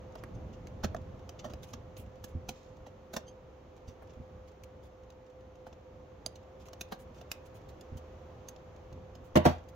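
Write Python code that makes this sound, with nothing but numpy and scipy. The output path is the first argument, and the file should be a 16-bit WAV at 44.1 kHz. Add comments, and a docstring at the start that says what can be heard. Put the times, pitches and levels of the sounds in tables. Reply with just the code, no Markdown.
"""A leaded-glass panel is fitted together on a wooden workbench, close by, while a fan hums.
At first a hand leans hard on the panel, so the bench rumbles and thuds as glass clicks into the lead.
Lead and fingers scrape, hands bump the bench and now and then a steel nail clinks.
Midway the hand eases off and the clicks thin out; after six seconds the work gets busy again.
Near the end two heavy knocks make the bench boom and the loose pieces rattle."""
import sys
import numpy as np
from scipy import signal
from scipy.fft import rfft, irfft, next_fast_len
from scipy.io import wavfile

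SR = 44100
rng = np.random.default_rng(int(sys.argv[2]) if len(sys.argv) > 2 else 0)


def wav_record(signal):
    """Record a signal, one row per channel, as 16-bit PCM in the file named by sys.argv[1]."""
    frames = np.transpose(np.atleast_2d(signal))
    bounded = np.clip(frames, -1, 1)
    # unit amplitude maps onto the largest positive 16-bit level
    quanta = np.round(bounded * 32767).astype(np.int16)
    wavfile.write(sys.argv[1], SR, quanta)


N = 429975
T = np.arange(16384) / SR  # the clock of one short sound [s]
LEAD_IN = .02  # each short sound gets this head start to build up [s]
AGE = np.maximum(T - LEAD_IN, 0)


def amp(db):
    """Turn decibels into a gain."""
    return 10 ** (np.asarray(db) / 20)


def unit(x):
    """Scale a sound to an average (rms) size of 1."""
    return x / np.sqrt(np.mean(x ** 2) + 1e-20)


def fade(t60):
    """Die away by 60 dB in t60 seconds, the fade time."""
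    return np.exp(-np.log(1000) * T / t60)


def curve(points, x):
    """Join the points with straight lines and read the value at x."""
    return np.interp(x, *np.transpose(points))


def along(points, hz):
    """Read (frequency, value) points on a log scale of frequency."""
    f, v = np.transpose(points)
    return np.interp(np.log(hz + 1), np.log(f), v)


def wobble(rate):
    """A random curve that heads for a new value rate times a second."""
    return np.interp(np.arange(N) / SR * rate, np.arange(1000), rng.standard_normal(1000))


def filtered(x, gain):
    """Turn each frequency up or down by gain(hz)."""
    m = next_fast_len(N + SR // 2)
    return irfft(rfft(x, m) * gain(np.fft.rfftfreq(m, 1 / SR)), m)[..., :N]


def coloured(x, tone):
    """Give a short sound its tone colour without smearing it earlier in time."""
    hz = np.fft.rfftfreq(len(T), 1 / SR)
    cepstrum = irfft(np.log(amp(along(tone, hz))))
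    cepstrum[1:len(T) // 2] *= 2
    cepstrum[len(T) // 2 + 1:] = 0
    return irfft(rfft(x) * np.exp(rfft(cepstrum)))


def rung(force, notes, scatter_db):
    """A force rings an object's own notes, their strengths varied by scatter_db."""
    ring = 0
    for k, (hz, db, t60) in enumerate(notes):
        strength = (-1) ** k * amp(db + scatter_db * rng.standard_normal())
        ring += strength * np.sin(2 * np.pi * hz * T) * fade(t60)
    return signal.fftconvolve(force, ring)[:len(T)]


def grit(spiky):
    """Tiny slips of uneven size."""
    noise = rng.standard_normal(len(T))
    sizes = np.exp(spiky * np.clip(rng.standard_normal(len(T) // 8), -2, 2))
    return unit(noise * sizes.repeat(8))


def contact(t60, snap, swell):
    """Parts slide together, snap into place, then settle; slow contacts also build up slowly."""
    since_peak = T - LEAD_IN - t60 / 30
    shape = np.exp(np.log(1000) * np.minimum(since_peak / (swell * t60), -since_peak / t60))
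    slips = grit(spiky=0.55) * shape
    slips /= np.linalg.norm(slips)
    slips[round(LEAD_IN * SR)] += snap * np.exp(-t60 / 0.031)
    return slips


def push(width):
    """One smooth pulse of force, width seconds to its peak."""
    return AGE / width * np.exp(-AGE / width)


def nearby(x, share, t60=0.048):
    """Add quick echoes off the bench and arms, different at each microphone."""
    echoes = rng.standard_normal((2, len(T))) * fade(t60)
    paths = share * echoes / np.linalg.norm(echoes[0])
    paths[:, 0] += 1
    return signal.fftconvolve(x[None], paths, axes=1)[:, :len(T)]


def add(track, s, sound, db, span_s=.025):
    """Place a sound at time s, with as much energy as span_s seconds at level db."""
    part = track[:, round((s - LEAD_IN) * SR):][:, :len(T)]
    part += amp(db) * np.sqrt(span_s / T[-1]) * unit(sound)[..., :part.shape[1]]


def from_right(x, delay_s=.00033):
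    """The left microphone hears the sound a moment after the right one."""
    return filtered(x, lambda hz: np.exp(-2j * np.pi * hz * np.array([[delay_s], [0]])))


# how alike left and right sound: (frequency [Hz], likeness [0 to 1])
LIKENESS = [(100, .99), (250, .87), (500, .62), (1000, .3), (2500, .2), (12000, .15)]
def rush(gain):
    """Steady stereo noise, alike on both sides in the bass and mostly unrelated in the treble."""
    def shares(hz):
        turn = np.arccos(along(LIKENESS, hz)) / 2
        return gain(hz) * np.array([np.cos(turn), np.sin(turn)])
    mid, side = filtered(rng.standard_normal((2, N)), shares)
    return unit(np.array([mid + side, mid - side]))


# how long the room echoes: (frequency [Hz], fade time [s])
ROOM_FADE = [(100, 0.071), (600, 0.27), (3000, 0.31), (6500, 0.15), (14000, 0.13)]
def room_echo(x):
    """The small workshop's short echo, each frequency dying at its own speed."""
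    hz, t, noise = signal.stft(rng.standard_normal((2, SR // 2)), SR, nperseg=256)
    decay = np.exp(-np.log(1000) * t / along(ROOM_FADE, hz)[:, None])
    tail = signal.istft(noise * decay, SR, nperseg=256)[1]
    return signal.fftconvolve(x, tail / np.linalg.norm(tail[0]), axes=1)[:, :N]


# the tone colour of the low, soft background rush, its hiss dropping steeply near 8 kHz:
# (frequency [Hz], level [dB])
RUSH_TONE = [(20, -27.5), (80, 0), (130, -23.5), (380, -12), (700, -16), (1150, -21.5), (1600, -29),
             (3200, -35.5), (5000, -43.5), (6400, -40.5), (7400, -49), (8400, -65.5), (12000, -55.5),
             (16000, -55)]
# its slow rise and fall: (time [s], relative level [dB])
RUSH_SWELL = [(0.0, -59.5), (1.68, -60.5), (1.89, -61.5), (3.55, -63), (4.09, -62), (5.2, -64),
              (8.11, -59.5), (9.3, -61.5)]
def background_rush(boost_db=7.0):
    """A low, soft rush slowly swells and sinks behind the work."""
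    level_db = curve(RUSH_SWELL, np.arange(N) / SR) + boost_db
    return amp(level_db) * rush(lambda hz: amp(along(RUSH_TONE, hz)))


def fan(hum_hz=514, width_hz=20, hum_db=-58.3, whirr_db=-64):
    """The hum of a fan's blades wavers slightly inside a narrow band of whirr."""
    waver_hz = 1.6 * wobble(rate=2) + 2.2 * wobble(rate=25)
    phase = 2 * np.pi * np.cumsum(hum_hz + waver_hz) / SR
    hum = unit(np.sin(phase + np.array([[0], [.6]])))
    whirr = rush(lambda hz: 1 / (1 + ((hz - hum_hz) / width_hz) ** 2))
    return amp(hum_db) * hum + amp(whirr_db) * whirr


# the hand leans hard at first, then eases off: (time [s], rumble level [dB])
LEANING = [(0.0, -50.5), (0.96, -44.5), (1.27, -54), (1.79, -49), (2.77, -56), (5.9, -59), (6.81, -56.5),
           (9.3, -55)]
# the rumble's tone colour: (frequency [Hz], level [dB])
RUMBLE_TONE = [(20, -15), (40, -2), (62, 2.5), (82, 3), (105, 4), (140, -2), (220, -6), (350, -14.5),
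               (700, -19.5), (2000, -74)]
def bench_rumble(flutter_db=2.7):
    """Hands shifting on the panel rumble through the bench."""
    level_db = curve(LEANING, np.arange(N) / SR) + flutter_db * wobble(rate=14)
    return amp(level_db) * rush(lambda hz: amp(along(RUMBLE_TONE, hz)))


# the glassy body of ticks, scrapes and clicks: (frequency [Hz], level [dB])
GLASS_TONE = [(700, -5.5), (1500, -4.5), (2800, 4), (4800, -0.5), (6400, 2.5), (7300, -4), (8500, -35.5),
              (12000, -31)]
# their crisp top: (frequency [Hz], level [dB])
CRISP_TONE = [(5000, -16), (7600, 1.5), (8800, -1.5), (10500, 3.5), (13000, 2), (15500, 3)]
def ticks(per_second=4, level_db=-75, spread_db=3):
    """Lead gives way under the fingers in faint random ticks."""
    out = np.zeros((2, N))
    for when, size in rng.random((round(per_second * N / SR), 2)):
        force = nearby(contact(0.02, snap=0.51, swell=0.38), share=0.86)
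        tick = coloured(force, GLASS_TONE) + 0.14 * coloured(force, CRISP_TONE)
        add(out, LEAD_IN + when * (N / SR - LEAD_IN), tick, level_db + spread_db * (2 * size - 1))
    return out


# short rubs: (time [s], length [s], rasp level [dB], crisp level [dB])
RUBS = [(0.173, 0.038, -67, -83), (0.525, 0.04, -65.5, -83), (1.622, 0.041, -56.5, -62.5),
        (1.662, 0.093, -63.5, -70), (1.963, 0.087, -60.5, -56.5), (2.273, 0.058, -69, -72),
        (2.481, 0.36, -61, -77), (4.09, .034, -68.5, -93), (4.472, 0.033, -68.5, -79),
        (4.824, 0.072, -69.5, -75), (6.592, 0.062, -66, -77), (6.651, 0.037, -64, -70),
        (6.983, .071, -67, -65.5), (7.133, 0.14, -63.5, -74), (7.45, .04, -68, -69),
        (7.54, 0.063, -65.5, -67.5), (7.684, 0.033, -65, -69.5), (7.967, 0.028, -62, -64.5),
        (9.236, .076, -74, -72), (9.683, 0.021, -67, -69)]
def scrapes():
    """Lead and fingertips rub over glass and paper in short gritty strokes."""
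    out = np.zeros((2, N))
    for s, length, rasp_db, crisp_db in RUBS:
        stroke = np.sin(np.pi * np.minimum(AGE / length, 1) ** 0.51) ** 2
        slips = nearby(grit(spiky=1.0) * stroke, share=2.3)
        add(out, s, coloured(slips, GLASS_TONE), rasp_db)
        add(out, s, coloured(slips, CRISP_TONE), crisp_db)
    return out


# the notes a nail rings with: (pitch [Hz], level [dB], fade time [s])
NAIL_NOTES = [(3150, -21, .03), (4780, -2, .011), (5700, -11, .01), (6310, 0, .024), (10340, -14, .018),
              (13800, -22, .014)]
# a nail is touched or dragged; lying loose, it rings its lowest note more:
# (time [s], contact fade time [s], level [dB], lowest note's boost [dB])
NAIL_TOUCHES = [(.349, 0.055, -72, 0), (1.632, .06, -65, 0), (3.279, 0.098, -59, 20.5),
                (6.2625, 0.011, -40, -14), (8.486, 0.031, -53, -11)]
def nails():
    """Steel nails clink against the glass, muffled by the fingers."""
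    out = np.zeros((2, N))
    (low_hz, low_db, low_t60), *upper = NAIL_NOTES
    for s, t60, db, boost_db in NAIL_TOUCHES:
        notes = [(low_hz, low_db + boost_db, low_t60)] + upper
        ring = rung(contact(t60, snap=3, swell=.6), notes, scatter_db=.7)
        add(out, s, nearby(ring, share=.25, t60=.015), db)
    return out


# the notes of the bench top as it bends: (pitch [Hz], level [dB], fade time [s])
BENCH_NOTES = [(84.7, -3, 0.29), (138.4, -0.5, 0.14), (167, -2, 0.13), (201, -5, 0.14), (247.5, 3.5, 0.13),
               (334.7, -1.5, 0.12), (392, -11.5, .07)]
# hands land on the bench: (time [s], level [dB])
HAND_BUMPS = [(0.839, -34.5), (0.929, -52), (1.001, -48), (1.061, -52), (2.346, -34), (2.358, -48),
              (3.877, -44.5), (4.166, -47), (4.195, -41.5), (7.918, -40.5), (7.949, -40.5)]
def bumps():
    """Soft hands push slowly, so they stir mainly the lowest notes of the bench."""
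    out = np.zeros((2, N))
    for s, db in HAND_BUMPS:
        add(out, s, rung(push(width=0.0023), BENCH_NOTES, scatter_db=0.5) * fade(0.35), db)
    return out


# the notes of the panel and its board: (pitch [Hz], level [dB], fade time [s])
PANEL_NOTES = [(612, 0, .12), (686, -4, .1), (1128, -18, .1), (1292, -21, .1), (1926, -26, .1)]
# the panel's dull clack: (frequency [Hz], level [dB])
CLACK_TONE = [(200, -16.5), (400, -2.5), (620, -1), (850, -1.5), (1100, -10.5), (1450, -30), (2000, -15.5),
              (3000, -42.5)]
# the rattle of loose pieces: (frequency [Hz], level [dB])
RATTLE_TONE = [(200, -36), (700, 7), (1400, 7), (2200, -5), (3500, -5.5), (6300, -11), (8500, -25),
               (15500, -22)]
# two knocks of three quick blows each:
# (time [s], boom level [dB], clack level [dB], rattle level [dB], rattle fade time [s])
BLOWS = [(9.3555, -20, -28, -34.5, 0.031), (9.361, -23.5, -23, -34, 0.036),
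         (9.3707, -25.5, -24.5, -35, 0.04), (9.451, -33, -25, -30, 0.13), (9.4571, -19, -19.5, -42, 0.044),
         (9.463, -49, -32, -41.5, 0.24)]
def heavy_knocks(ring_db=-3.5):
    """The bench booms, the panel clacks, dulled by its lead, and loose glass and nails rattle."""
    out = np.zeros((2, N))
    for s, boom_db, clack_db, rattle_db, t60 in BLOWS:
        boom = rung(push(width=.0003), BENCH_NOTES, scatter_db=.5)
        add(out, s, nearby(boom, share=.15), boom_db)
        ring = rung(push(width=.00005), PANEL_NOTES, scatter_db=.5)
        add(out, s, nearby(ring, share=.25), clack_db + ring_db)
        clack = nearby(contact(t60 / 2, snap=0.46, swell=0.084), share=0.92)
        add(out, s, coloured(clack, CLACK_TONE), clack_db)
        rattle = nearby(contact(t60, snap=0.63, swell=0.24), share=1.8, t60=0.02)
        add(out, s, coloured(rattle, RATTLE_TONE), rattle_db)
    return out


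def thud_level(s, t60, knock_db, glass_db, glass_share=0.47, thud_per_lean=0.49, quick_s=0.0144):
    """The board thuds more when the contact is strong and slow and the hand presses the panel down."""
    force_db = knock_db + glass_share * (glass_db - knock_db)
    lean_db = curve(LEANING, s) - np.mean(LEANING, axis=0)[1]
    loss_db = 20 * np.log10(1 + (quick_s / t60) ** 2)  # quick contacts hardly move the board
    return force_db + 0.5 + thud_per_lean * lean_db - loss_db


# the board's thud under a click: (frequency [Hz], level [dB])
THUD_TONE = [(50, -2), (130, -8.5), (230, 9), (330, -1), (450, -8.5), (900, -65.5)]
# the panel's light knock: (frequency [Hz], level [dB])
KNOCK_TONE = [(250, -22), (480, -9), (610, 0), (720, -1), (860, -11), (1000, -15), (1250, -12), (1800, -17),
              (3500, -42)]
# bare edges ring higher than cushioned ones: (crisp minus knock level [dB], pitch [Hz])
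GLASS_PITCH = [(-20.5, 3400), (-11, 6080)]
# glass meets lead: (time [s], contact fade time [s], knock level [dB], glass level [dB],
# crisp level [dB])
GLASS_CLICKS = [(0.154, 0.018, -48, -63.5, -91), (0.237, 0.019, -49.5, -67, -91),
                (0.671, 0.0071, -79, -60.5, -71), (0.836, 0.044, -40, -49, -68),
                (0.843, 0.04, -38, -44.5, -55), (0.947, 0.0092, -38.5, -64, -82),
                (0.965, 0.024, -53, -62, -89), (1.292, 0.013, -55.5, -55, -63.5),
                (1.392, 0.052, -74, -55, -72), (1.443, 0.12, -41, -56, -85), (1.498, 0.092, -55, -63, -85),
                (1.536, 0.01, -52, -59, -66.5), (1.734, 0.041, -50, -52.5, -63),
                (1.967, .031, -67, -60.5, -72), (2.241, .033, -54, -54, -54.5),
                (2.489, 0.051, -45.5, -44.5, -53), (2.864, 0.079, -53, -65.5, -86),
                (3.135, 0.064, -45.5, -51, -54), (3.164, 0.047, -38.5, -43.5, -50.5),
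                (3.878, 0.14, -65, -62.5, -74), (4.021, 0.068, -55.5, -83, -90),
                (4.636, 0.02, -69, -62, -64.5), (5.103, 0.012, -72, -67, -79),
                (5.666, 0.066, -50.5, -67, -103), (5.727, .03, -60, -67, -91),
                (6.262, 0.03, -48.5, -54.5, -58), (6.356, 0.041, -66, -62, -72),
                (6.685, .012, -59, -65, -72), (6.732, 0.022, -54.5, -58.5, -67.5),
                (6.81, 0.03, -54, -44, -49.5), (6.92, 0.074, -40.5, -52, -58),
                (7.212, .033, -54.5, -63, -74), (7.316, 0.009, -57, -42, -45), (7.81, 0.015, -68, -62, -67),
                (8.486, .033, -67, -58, -57), (8.562, 0.013, -61, -67, -93), (8.927, 0.025, -68, -69, -77),
                (9.152, 0.028, -62.5, -65, -77)]
def clicks(slide_db=-16.5, ring_db=-8):
    """Glass snaps into the lead: the board thuds, the panel knocks and the piece rings very briefly."""
    out = np.zeros((2, N))
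    for s, t60, knock_db, glass_db, crisp_db in GLASS_CLICKS:
        force = contact(t60, snap=0.44, swell=0.29)
        force += amp(slide_db) * contact(0.074, snap=0, swell=0.65)  # a faint slide around the snap
        thud = coloured(nearby(force, share=0.17), THUD_TONE)
        add(out, s, thud, thud_level(s, t60, knock_db, glass_db))
        knock = coloured(nearby(force, share=1, t60=0.023), KNOCK_TONE)
        add(out, s, knock, knock_db)
        bright = nearby(force, share=1.2, t60=0.025)
        add(out, s, coloured(bright, GLASS_TONE), glass_db)
        add(out, s, coloured(bright, CRISP_TONE), crisp_db)
        hz = curve(GLASS_PITCH, crisp_db - knock_db)
        hz *= 1 + .05 * rng.standard_normal()  # pieces differ a little in pitch
        ring = rung(force, [(hz, 0, .01)], scatter_db=0)
        add(out, s, nearby(ring, share=0.33), glass_db + ring_db)
    return out


def scene():
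    """The work lies a little to the right, over the background; paired gains are left and right."""
    light = (clicks() + scrapes() + ticks()) * amp([[-1.3], [.9]])
    steel = nails() * amp([[-3.5], [2.8]])
    heavy = from_right(heavy_knocks() + bumps()) * amp([[-.5], [.4]])
    echo = room_echo(amp(-15) * light + amp(-20.5) * steel + amp(-10.5) * heavy)
    background = (background_rush() + bench_rumble() + fan()) * amp([[-.6], [.5]])
    return background + light + steel + heavy + echo


def record(dry, low_cut_hz=22, top_hz=16000):
    """The microphone loses the deepest bass, and the highest treble is cut off."""
    return filtered(dry, lambda hz: hz / np.hypot(hz, low_cut_hz) / (1 + (hz / top_hz) ** 120))


dry = scene()
out = record(dry)
wav_record(out)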